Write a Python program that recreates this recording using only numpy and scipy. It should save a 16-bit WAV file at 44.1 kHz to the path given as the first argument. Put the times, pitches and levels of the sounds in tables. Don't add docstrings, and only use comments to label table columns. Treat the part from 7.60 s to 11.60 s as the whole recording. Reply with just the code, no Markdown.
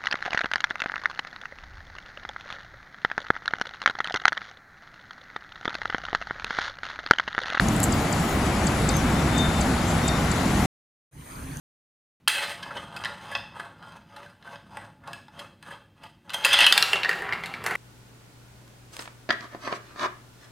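import sys
import numpy as np
from scipy import signal
from scipy.fft import rfft, irfft
from scipy.io import wavfile
from scipy.ndimage import uniform_filter1d

SR = 44100
rng = np.random.default_rng(int(sys.argv[2]) if len(sys.argv) > 2 else 0)


def persist_wave(psi):
    counts = np.round(np.clip(psi, -1, 1) * 32767).astype(np.int16)
    wavfile.write(sys.argv[1], SR, np.atleast_2d(counts).T)


N = 176400
TIME, FREQS = np.arange(N) / SR, np.fft.rfftfreq(N, 1 / SR)
CUT_S, STREAM_START_S = 3.06, 3.512

# (frequency [Hz], level [dB])
WHINE_TONES = [(11568, -60.5), (11628, -60.5)]
# (peak time [s], swell [s], frequency [Hz], level [dB])
LINE_BRUSHES = [(.13, 0.016, 13800, -52), (.265, .015, 13440, -51), (0.351, .018, 14730, -50),
                (.425, 0.018, 13500, -49), (0.526, 0.019, 13600, -52), (0.638, .022, 13500, -48.5),
                (.72, .04, 14400, -49), (2.92, .03, 13600, -56.5), (3.018, .03, 13500, -48.5)]
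# (peak time [s], swell [s], pitch [Hz], level [dB])
METAL_SQUEALS = [(1.305, .03, 3670, -38.5), (1.36, .022, 6330, -32.5), (1.4, .018, 5720, -41.5),
                 (1.59, .03, 3640, -43), (1.808, .055, 3610, -28), (1.8, .025, 6440, -40),
                 (1.97, .05, 3597, -39.5), (2.3, .03, 6450, -39.5), (2.3, .025, 7440, -39.5),
                 (2.487, .04, 3660, -33.5), (2.57, 0.034, 3650, -45.5), (2.78, .06, 3650, -50.5)]

# (frequency [Hz], relative level [dB])
GUST_SPECTRUM = [(12, -38), (25, -6), (70, -1.5), (100, -5), (145, 3), (195, -10.5), (270, -6.5),
                 (330, -13), (460, -21), (1000, -49), (3000, -81)]
STREAM_SPECTRUM = [(20, -30), (300, -10), (550, 1), (700, -4), (950, -2), (1900, -0.5), (2500, -6.5),
                   (3600, -12), (4500, -11.5), (5700, -16), (6150, -2), (6700, -11), (8800, -9.5),
                   (9450, 1), (10100, -9), (14000, -13), (16000, -28)]
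# (frequency [Hz], side minus mid [dB])
STREAM_WIDTH = [(60, -27), (270, -14), (450, -3), (620, 0), (770, 8), (950, 5), (1220, 5.5), (1600, -6),
                (3000, -3), (6200, -4), (9500, -5), (14000, -17)]
# (frequency [Hz], left minus right [dB])
STREAM_LEAN = [(100, -1), (1000, 0.5), (9000, -1)]
# (time [s], gust level [dB], water level [dB])
STREAM_FADE = [(3.512, -76, -76), (3.53, -53, -59), (3.56, -44, -54.5), (3.61, -47, -49),
               (3.68, -43, -45.5), (3.85, -38, -44.5), (4.0, -31, -43.5)]
# (time [s], pitch [Hz], level [dB])
STREAM_DRIPS = [(3.72, 4900, -46), (3.756, 4700, -42), (3.84, 4800, -46), (3.916, 4300, -44)]
# (peak time [s], swell [s], pitch [Hz], level [dB])
FAR_HUM = [(3.87, 0.04, 273, -39.5)]

# (time [s], level [dB], echo level [dB], echo delay [s], left minus right [dB])
BIRD_CHIPS = [(.3213, -28.5, -27.5, .0035, 8), (.5245, -28.5, -30, .004, 9), (1.0677, -24, -29, .0038, 8.5),
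              (1.2887, -21.5, -30, .0036, 8), (1.779, -28, -31, .0042, 5.5),
              (2.0082, -28.5, -27.5, .0042, 6), (2.479, -24.5, -24.5, .004, 6),
              (2.7137, -27.5, -33, .0038, 8)]
# (time [s], pitch [Hz], relative level [dB])
CHIP_SHAPE = [(0, 5800, -24), (.0007, 7200, 2), (.0016, 8100, 2.5), (.0026, 7200, 3), (.0036, 5600, -8.5),
              (.0055, 4884, -12), (.010, 4600, -6), (0.016, 4100, -26)]
# (time [s], level [dB], decay [s], centre frequency [Hz])
TACKLE_TICKS = [(.0858, -13, .0003, 6700), (.164, -21, 0.00053, 8000), (.202, -17, .0005, 8000),
                (.2033, -17.5, .0006, 7600), (.2316, -11.5, 0.00095, 7500), (0.235, -18.5, 0.012, 7600),
                (0.2399, -12.5, 0.00068, 7400), (.696, -24.5, .0008, 10000), (1.3683, -15, 0.0008, 8200),
                (3.9711, -24.5, 0.00062, 6400)]
# (frequency [multiple of centre], relative level [dB])
TICK_COLOUR = [(.1, -34.5), (.45, -17), (.68, -22.5), (.86, -7.5), (1.0, 3.5), (1.2, -13), (1.4, -6),
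               (1.65, -12.5), (2.2, -24.5)]

# (peak time [s], swell [s], pitch [Hz], level [dB])
TRUCK_DRONES = [(1, 0.14, 66, -29), (1.9, .6, 65, -29), (1.85, 0.22, 155, -30.5), (2.38, 0.25, 157, -29),
                (1.1, 0.56, 220, -35.5), (2.2, .25, 232, -30), (2.9, .25, 190, -29.5)]
# (frequency [Hz], relative level [dB])
RUMBLE_SPECTRUM = [(12, -38), (20, -9.5), (40, -6), (60, -1.5), (80, -1.5), (105, -2.5), (150, -1),
                   (200, -1.5), (260, -3.5), (330, -6.5), (420, -16.5), (700, -40.5), (2000, -72.5)]
ROAR_SPECTRUM = [(20, -51), (200, -19), (400, -2.5), (520, -1), (750, 2), (980, -3), (1340, -3), (1680, -7),
                 (2000, -7), (2700, -14), (4000, -20), (8000, -44), (16000, -71.5)]
HISS_SPECTRUM = [(20, -63), (1000, -23), (2800, -1), (4200, 0.5), (5800, -0.5), (6600, 1), (7700, 2.5),
                 (8500, -6), (9400, -6), (10600, 1.5), (11300, -8.5), (12100, -15), (13500, -10.5),
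                 (14800, -13.5), (16000, -23)]
# (time [s], rumble [dB], roar [dB], hiss [dB])
TRAFFIC_FLOW = [(0, 0, -1.5, -1), (.5, -1, 0, -0.5), (1.0, -1, 0, 0), (1.55, 1.5, .5, 0.5), (2.1, -1, 0, 0),
                (2.7, -1.5, 0.5, 1), (3.05, 2.5, 0, 1.5)]
# (frequency [Hz], side minus mid [dB])
RIVER_WIDTH = [(25, -23.5), (65, -27), (200, -23.5), (320, -18), (500, -9), (800, -10.5), (1250, -7),
               (1800, -10), (3100, -3), (7500, -8.5), (9000, -16), (10500, -2.5), (12500, -22)]
# (frequency [Hz], left minus right [dB])
RIVER_LEAN = [(60, 0.5), (110, -0.5), (200, -0.5), (380, 0.5), (700, 1), (1290, 3.5), (2380, 5.5),
              (4400, 5.5), (8120, 1.5), (15000, 0.5)]


def amp(db):
    return 10 ** (np.asarray(db) / 20)


def unit(x):
    return x / np.sqrt(np.mean(x ** 2) + 1e-20)


def spectrum_db(table):
    hz, db = np.transpose(table)
    return np.interp(np.log(FREQS + 1), np.log(hz + 1), db)


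def curves(table, t):
    times, *columns = np.transpose(table)
    return [np.interp(t, times, column) for column in columns]


def add(mix, start_s, sound, pan_db=0):
    part = mix[:, max(round(start_s * SR), 0):][:, :len(sound)]
    part += amp([[pan_db / 2], [-pan_db / 2]]) * sound[:part.shape[1]]


def tone(hz):
    return np.sin(2 * np.pi * np.cumsum(hz) / SR)


def swell(peak_s, swell_s):
    return np.exp(-((TIME - peak_s) / swell_s) ** 2 / 2)


def wander(rate_hz):
    return unit(irfft(rfft(rng.standard_normal(N)) * np.exp(-(FREQS / rate_hz) ** 2), N))


def wash(spectrum, width, lean, patchy_db, flutter_db):
    mid, side = rfft(rng.standard_normal((2, N)))
    side *= amp(spectrum_db(width))
    left_gain = amp(spectrum_db(lean) / 2)
    stereo = irfft(np.array([(mid + side) * left_gain, (mid - side) / left_gain]), N)
    frames = signal.stft(stereo, nperseg=1024)[2]
    patches = uniform_filter1d(rng.standard_normal(frames.shape[1:]), size=9, axis=0)
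    patches = unit(uniform_filter1d(patches, size=7, axis=1))
    patchy = signal.istft(frames * amp(patchy_db * patches), nperseg=1024)[1][:, :N]
    coloured = irfft(rfft(patchy) * amp(spectrum_db(spectrum)), N)
    return unit(coloured * amp(flutter_db * wander(19)))


def camera_whine():
    return sum(amp(db) * np.sin(2 * np.pi * hz * TIME) for hz, db in WHINE_TONES)


def fishing_line(half_band_hz=700):
    out = np.zeros(N)
    for peak_s, swell_s, hz, db in LINE_BRUSHES:
        band = rfft(rng.standard_normal(N)) / (1 + ((FREQS - hz) / half_band_hz) ** 2)
        out += amp(db) * swell(peak_s, swell_s) * unit(irfft(band, N))
    return out


def far_twitter(count, from_s=2.0, to_s=3.05, low_hz=4120, high_hz=6860, note_s=.035):
    out, progress = np.zeros((2, N)), np.arange(0, 1, 1 / (note_s * SR))
    for when, pitch, slope in rng.random((count, 3)):
        hz = low_hz * (high_hz / low_hz) ** (pitch ** 2)
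        glide = 1 + .08 * (2 * slope - 1) * (progress - .5)
        note = np.sin(np.pi * progress) ** 2 * tone(hz * glide)
        add(out, from_s + when * (to_s - from_s), amp(-44.5) * note, pan_db=6.5)
    return out


def metal_squeals(waver=.0033, flutter_db=1.5):
    out = np.zeros((2, N))
    for peak_s, swell_s, hz, db in METAL_SQUEALS:
        squeal = tone(hz * (1 + waver * wander(150)))
        envelope = 1 / (1 + ((TIME - peak_s) / swell_s) ** 2 / 2) ** 2
        add(out, 0, amp(db + flutter_db * wander(40)) * envelope * squeal, pan_db=8.5)
    return out


def bubbles(count, low_hz=794, high_hz=3013, decay_cycles=7.9):
    out, t = np.zeros((2, N)), np.arange(2048) / SR
    for when, pitch, strength, place in rng.random((count, 4)):
        cycles = t * low_hz * (high_hz / low_hz) ** pitch
        ring = np.sin(2 * np.pi * cycles) * (1 - np.exp(-cycles)) * np.exp(-cycles / decay_cycles)
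        start_s = STREAM_START_S + when * (N / SR - STREAM_START_S)
        add(out, start_s, amp(-5 + 6 * strength) * ring, pan_db=10 * (place - .5))
    return out


def drips(rise_s=.00078):
    out, t = np.zeros((2, N)), np.arange(1024) / SR
    envelope = t / rise_s * np.exp(1 - t / rise_s)
    for start_s, hz, db in STREAM_DRIPS:
        add(out, start_s, amp(db) * envelope * np.sin(2 * np.pi * hz * t))
    return out


def quiet_stream():
    gust_db, water_db = curves(STREAM_FADE, TIME)
    gusts = wash(GUST_SPECTRUM, STREAM_WIDTH, STREAM_LEAN, patchy_db=3, flutter_db=-.4)
    water = wash(STREAM_SPECTRUM, STREAM_WIDTH, STREAM_LEAN, patchy_db=2.6, flutter_db=0)
    hum = engines(FAR_HUM)
    out = amp(gust_db) * gusts + amp(water_db) * (water + bubbles(count=40)) + hum + drips()
    return out * (TIME > STREAM_START_S)


def small_bird():
    out, t = np.zeros((2, N)), np.arange(0, CHIP_SHAPE[-1][0], 1 / SR)
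    hz, shape_db = curves(CHIP_SHAPE, t)
    chip = amp(shape_db) * tone(hz)
    for start_s, db, echo_db, delay_s, pan_db in BIRD_CHIPS:
        add(out, start_s, amp(db) * chip, pan_db)
        add(out, start_s + delay_s, amp(echo_db) * chip, pan_db)
    return out


def tackle(rattle=.23):
    out, t, hz = np.zeros((2, N)), np.arange(2048) / SR, np.fft.rfftfreq(2048, 1 / SR)
    for start_s, db, decay_s, centre_hz in TACKLE_TICKS:
        colour_db = np.interp(hz / centre_hz, *np.transpose(TICK_COLOUR))
        log_gain = np.log(amp(np.r_[colour_db, colour_db[-2:0:-1]]))
        body = irfft(np.exp(signal.hilbert(log_gain).conj())[:len(hz)])
        drive = rattle * rng.choice([-1, 1], len(t)) * np.exp(-t / decay_s)
        drive[0] = 1
        add(out, start_s, amp(db) * signal.fftconvolve(drive, body / abs(body).max()))
    return out


def engines(notes, waver=.012):
    return sum(amp(db) * swell(peak_s, swell_s) * tone(hz * (1 + waver * wander(8)))
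               for peak_s, swell_s, hz, db in notes)


def bridge_and_river():
    rumble_db, roar_db, hiss_db = curves(TRAFFIC_FLOW, TIME)
    rumble = wash(RUMBLE_SPECTRUM, RIVER_WIDTH, RIVER_LEAN, patchy_db=1.1, flutter_db=.5)
    roar = wash(ROAR_SPECTRUM, RIVER_WIDTH, RIVER_LEAN, patchy_db=.72, flutter_db=.04)
    hiss = wash(HISS_SPECTRUM, RIVER_WIDTH, RIVER_LEAN, patchy_db=1.7, flutter_db=.3)
    return amp(rumble_db - 24) * rumble + amp(roar_db - 28) * roar + amp(hiss_db - 38) * hiss


def scene():
    river = (bridge_and_river() + engines(TRUCK_DRONES) + metal_squeals() + small_bird()
             + fishing_line() + camera_whine() + far_twitter(count=30))
    cut = np.clip((CUT_S - TIME) * 1000, 0, 1)
    return river * cut + quiet_stream() + tackle()


def record(dry, edge_hz=15700):
    lowpass = signal.firwin(401, edge_hz, window=("kaiser", 9), fs=SR)
    return signal.oaconvolve(dry, lowpass[None], "same")


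dry = scene()
out = record(dry)
persist_wave(out)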